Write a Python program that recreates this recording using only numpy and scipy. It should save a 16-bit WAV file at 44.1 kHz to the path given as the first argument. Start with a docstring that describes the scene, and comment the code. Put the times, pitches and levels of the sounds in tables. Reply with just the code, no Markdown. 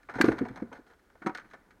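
"""A dirt bike is kicked over in a garage and does not start. First the lever and gears clank and
rattle in the engine cases. At 0.2 s the lever slams on its stop and the piston pushes its strongest
puffs through the exhaust pipe, which rings. Weaker puffs follow until 0.8 s. Near 1.25 s the lever
swings back and knocks on the frame, then the rattle dies away. All along there is a short echo and
a quiet hiss, and a small microphone flattens the loudest blows."""
import sys
import numpy as np
from scipy import signal
from scipy.fft import rfft, irfft
from scipy.io import wavfile

SR = 44100
rng = np.random.default_rng(int(sys.argv[2]) if len(sys.argv) > 2 else 0)


def generate_wav(sig):
    """Save sig (samples, or channels by samples) to the path in sys.argv[1] as 16-bit PCM at SR."""
    pcm = np.round(np.clip(np.atleast_2d(sig).T, -1, 1) * 32767).astype(np.int16)
    wavfile.write(sys.argv[1], SR, pcm)


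N = 79380


def piston_puffs():
    """Each puff of air swells, holds, fades and leaves the exhaust pipe ringing."""
    # t/s, level/dB, f/Hz, rise/ms, hold/ms, boom compared with the puff/dB
    puffs = [(.156, -34.5, 261, 3.4, 12.3, -1), (0.2022, -12, 258.4, 5.38, 1.8, -30),
             (0.2395, -7, 254, 5.44, 0.99, -32), (0.281, -10, 247.6, 4, 6.14, -18),
             (0.303, -29, 295, 1, 13, -16), (0.328, -30.5, 312, 3.5, 12.6, -8),
             (0.409, -20, 232, 5.4, 11, -17), (0.432, -38.5, 233, 0.63, 10, -34),
             (0.468, -42, 253, 7.9, 28, -30), (0.499, -39.5, 238, 4.9, 11.6, 0.5),
             (0.6204, -23, 269, 4.44, 3.1, -22.5), (0.788, -44, 289, 3.5, 7.3, -18.5)]
    # higher pipe tones in each puff: f/Hz, level/dB
    overtones = [(372, -12), (475, -11.5)]
    # the pipe's ring and its deep boom: f/Hz, level/dB, time to fade by 60 dB/s
    pipe_tones = [(231.2, -2, 0.17), (384, -10, 0.13), (502, -10.5, 0.1)]
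    boom_tones = [(52.3, -10.5, 0.31), (122.6, 1.5, 0.12)]
    fade_ms, glide_per_s = 2.14, 130
    pipe_db, full_db = -6, -16  # puffs above full_db make the pipe ring no louder
    out, pushes = np.zeros(N), np.zeros((2, N))
    t = np.arange(SR // 8) / SR
    ms = t * 1000
    for at, db, hz, rise_ms, hold_ms, boom_db in puffs:
        start = int(at * SR)
        swell = np.sin(np.pi / 2 * np.clip(ms / rise_ms, 0, 1)) ** 1.46
        fade = np.exp(-np.maximum(ms - rise_ms - hold_ms, 0) / fade_ms)
        # the stronger the puff, the faster its pitch climbs
        phase = 2 * np.pi * hz * t * (1 + glide_per_s * undb(db) * t / 2)
        tone = np.sin(phase) + sum(undb(g) * np.sin(2 * np.pi * f * t) for f, g in overtones)
        out[start:start + len(t)] += undb(db) * swell * fade * tone
        peak = start + int(rise_ms * SR / 1000)
        pushes[:, peak] += undb([min(db, full_db) + pipe_db, db + boom_db])
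    t = np.arange(SR // 2) / SR
    for push, tones in zip(pushes, (pipe_tones, boom_tones)):
        out += signal.fftconvolve(push, ring(tones, t, rise_s=0.0022))[:N]
    return out


def lever_slam():
    """The lever hits its stop and bounces; each hit rings with a bright crack."""
    # t/s, level/dB
    hits = [(0.2117, -13), (0.2127, -4.5), (0.2145, -15), (0.2177, -16.5)]
    # tones of lever and stop: f/Hz, level/dB, time to fade by 60 dB/s
    stop_tones = [(1571, 1, 0.014), (1463, -14, 0.013), (1983, -11, 0.021), (2318, -14, 0.037),
                  (4380, -21.5, 0.025)]
    crack_db, crack_fade_s = -14.5, 0.033
    out, t = np.zeros(N), np.arange(SR // 8) / SR
    for at, db in hits:
        noise = band_pass(rng.standard_normal(len(t)), hz=3890, width_hz=2600)
        crack = undb(crack_db) * noise * 1000. ** (-t / crack_fade_s)
        out[int(at * SR):][:len(t)] += undb(db) * (ring(stop_tones, t, rise_s=0.00024) + crack)
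    return out


def engine_clatter():
    """Metal blows clank and loose turning parts rattle, heard in five pitch ranges."""
    # t/s, middle level/dB, low and treble compared with it/dB, time to fade by 60 dB/ms
    clanks = [(0.0314, -43, -41, -14.5, 13.4), (0.0865, -40, -1.5, -33, 152), (0.0944, -41, -26, -19, 124),
              (0.1375, -40.5, -1, -17.5, 97), (0.153, -42, -0.5, -15.5, 180), (0.183, -37, 4.5, -23.5, 420),
              (0.2419, -27.5, 2, -16, 43), (0.284, -21.5, -6, -23, 34.5), (0.3159, -31, 1, -19.5, 54),
              (0.3818, -35.5, -1, -19, 66), (0.387, -36.5, -15, -13.5, 40),
              (0.4153, -34.5, -2.5, -27, 21.4), (0.4511, -37.5, 3.5, -23, 65), (0.4846, -39, -8, -18.5, 43),
              (0.5582, -42.5, -1, -15, 81), (0.5738, -40.5, -1.5, -20.5, 47),
              (0.5965, -50.5, -0.5, -20, 97), (0.622, -44.5, -7, -22, 41), (0.7154, -56, 12, -23, 194),
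              (0.7261, -43.5, 4, -11, 66), (0.75, -52.5, -0.5, -16.5, 204), (0.864, -61, -1.5, -9.5, 190),
              (0.8995, -58, 0.5, -12.5, 180), (0.9327, -57.5, -6, -16, 56), (0.993, -53.5, -17, -17.5, 22),
              (1.1005, -53.5, -6.5, -18, 26), (1.1532, -55.5, 7.5, -22, 27.6), (1.2193, -44, -5, -23.5, 95),
              (1.2611, -30, -9, -18.5, 86), (1.2675, -31.5, 0.5, -15.5, 30), (1.2927, -37, 4, -21.5, 51),
              (1.3473, -34.5, -9.5, -15.5, 77), (1.3729, -40, -21, -13, 57), (1.3817, -40, -5.5, -21, 56),
              (1.3955, -44.5, -16, -17, 80), (1.414, -50, -33, -26, 41), (1.4438, -52.5, -16, -33, 86),
              (1.5, -63, -30, -6, 41), (1.51, -48.5, -22, -15.5, 52), (1.5332, -44.5, 1.5, -17.5, 85),
              (1.705, -53, -15.5, -16.5, 84)]
    # loose rattle: t/s, middle/dB, low/dB, treble/dB, bass/dB
    rattle = np.array([(0.0, -69, -66.5, -87, -80), (0.144, -75, -130, -83, -55.5),
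                       (0.236, -46.5, -46, -66, -50.5), (0.255, -40.5, -40, -51, -46),
                       (0.34, -49, -50.5, -69, -52.5), (0.64, -68, -64, -83.5, -57),
                       (0.922, -76, -81.5, -91.5, -79), (1.475, -68.5, -70, -82.5, -67),
                       (1.8, -74, -72.5, -101, -70.5)])
    # pitch bands that colour the clanks and rattle: f/Hz, width/Hz, level/dB
    middle = [(1223, 198, -1.5), (1455.5, 151, 4.5), (1720, 340, -1.5), (2194, 532, -8.5)]
    low = [(271.6, 180, -5), (512, 254, -5), (700, 134, -2), (890, 330, -2.5)]
    treble = [(3095, 1300, 4), (4237, 800, 4), (5250, 780, -0.5), (6390, 850, -0.5), (8170, 1000, -6.5),
              (11140, 3000, -16)]
    bass = [(163, 320, -1.3), (293, 70, -0.75)]
    top = [(8900, 1500, 2), (10940, 1500, 2), (12800, 1800, -5)]
    ranges, roughness_db = (middle, low, treble, bass, top), (1.49, 1.7, 3.16, 2.3, 3.5)
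    rise_ms, blow_db, top_db = 0.9, 5.5, -12
    t, blows = np.arange(N) / SR, np.zeros((5, N))
    power = np.array([undb(2 * np.interp(t, rattle[:, 0], rattle[:, c])) for c in (1, 2, 3, 4, 3)])
    power[-1] *= undb(2 * top_db)  # the top follows the loose rattle's treble, more quietly
    for at, db, low_db, treble_db, fade_ms in clanks:
        ms = np.maximum(t - at, 0) * 1000
        gains = undb(db + np.array([0, low_db, treble_db]))
        burst = (1 - np.exp(-ms / rise_ms)) * 1000. ** (-ms / fade_ms)
        power[:3] += np.outer(gains, burst) ** 2
        blows[:3, int(at * SR)] += gains * undb(blow_db)
    shakes = blows + np.sqrt(power) * [rough_noise(db) for db in roughness_db]
    return sum(clatter_resonance(shake, bands) for shake, bands in zip(shakes, ranges))


def clatter_resonance(shake, bands):
    """Pass the pitches at which the clatter rings; white noise would keep its level."""
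    def resonate(x):
        return sum((-1) ** k * undb(db) * band_pass(band_pass(x, hz, width), hz, width)
                   for k, (hz, width, db) in enumerate(bands))
    click = signal.unit_impulse(8192)
    return resonate(shake) / np.linalg.norm(resonate(click))


def frame_knocks():
    """The lever swings back onto the frame; a longer contact gives a duller knock."""
    # t/s, level/dB, contact/ms
    knocks = [(1.218, -41.5, 0.26), (1.248, -35, 1.45), (1.2616, -26, 0.11), (1.2665, -19.5, 0.53),
              (1.2924, -29, 1.13), (1.453, -49.5, 0.96)]
    # f/Hz, level/dB, time to fade by 60 dB/s
    frame_tones = [(227.5, -2.5, 0.045), (310, 4, 0.044), (518, -20, 0.1), (759, -8.5, 0.095),
                   (953, -8.5, 0.094), (1097, -9, 0.098), (1287, -6, 0.11), (1440, -19, 0.056),
                   (1803, -13.5, 0.078), (2200, -16.5, 0.11)]
    low_cut_hz = 128  # the thin frame gives off little sound below this
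    push, t = np.zeros(N), np.arange(SR // 4) / SR
    for at, db, contact_ms in knocks:
        bump = np.hanning(int(contact_ms * SR / 1000) + 3)
        push[int(at * SR):][:len(bump)] += undb(db) * bump / bump.sum()
    ringing = signal.fftconvolve(push, ring(frame_tones, t, rise_s=0.0013))[:N]
    return signal.lfilter(*signal.butter(2, low_cut_hz, "high", fs=SR), ringing)


def garage_echo(sound, fade_s=0.28, dull_hz=2950):
    """The walls send back a short, dull echo that starts after 6 ms."""
    t = np.arange(SR // 2) / SR
    tail = rng.standard_normal(len(t)) * 1000. ** (-t / fade_s) * (t > .006)
    tail = signal.lfilter(*signal.butter(1, dull_hz, fs=SR), tail)
    return signal.fftconvolve(sound, tail / np.linalg.norm(tail))[:N]


def background_noise(level_db=-67.5):
    """The room rumbles quietly and the microphone hisses."""
    # f/Hz, relative level/dB
    shape = [(12, -45.5), (20, -2.5), (68, -1.5), (150, -19), (293, -6), (459, -11), (718, -17),
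             (873, -16), (1710, -24.5), (2530, -27.5), (16000, -37.5)]
    hz, db = np.transpose(shape)
    f = np.maximum(np.arange(N // 2 + 1) * SR / N, 1)
    gains = undb(np.interp(np.log(f), np.log(hz), db))
    noise = irfft(rfft(rng.standard_normal(N)) * gains, N)
    return noise * undb(level_db) / noise.std()


def ring(tones, t, rise_s):
    """A struck object's tones build up quickly, then fade."""
    fading = sum(undb(db) * np.sin(2 * np.pi * hz * t) * 1000. ** (-t / s) for hz, db, s in tones)
    return fading * (1 - np.exp(-t / rise_s))


def rough_noise(jump_db):
    """Noise whose level jumps about 600 times a second."""
    step = SR // 600
    noise = rng.standard_normal(N)
    jumps = np.repeat(rng.standard_normal(N // step + 1), step)[:N]
    return noise * undb(jump_db * jumps)


def band_pass(x, hz, width_hz):
    """Keep the pitches near hz."""
    return signal.lfilter(*signal.iirpeak(hz, hz / width_hz, fs=SR), x)


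def undb(db):
    """Turn decibels into a gain."""
    return 10 ** (np.asarray(db) / 20)


def scene():
    """The bike, its echo and the background, in one channel."""
    bike = piston_puffs() + engine_clatter() + lever_slam() + frame_knocks()
    return (bike + undb(-22) * garage_echo(bike) + background_noise())[None]


def record(dry):
    """The microphone flattens the loudest peaks and cuts the highest treble."""
    clip_level, top_hz = .27, 15900
    clipped = dry / (1 + np.abs(dry / clip_level) ** 6) ** (1 / 6)
    return signal.sosfilt(signal.ellip(10, .2, 80, top_hz, fs=SR, output="sos"), clipped)


dry = scene()
out = record(dry)
generate_wav(out)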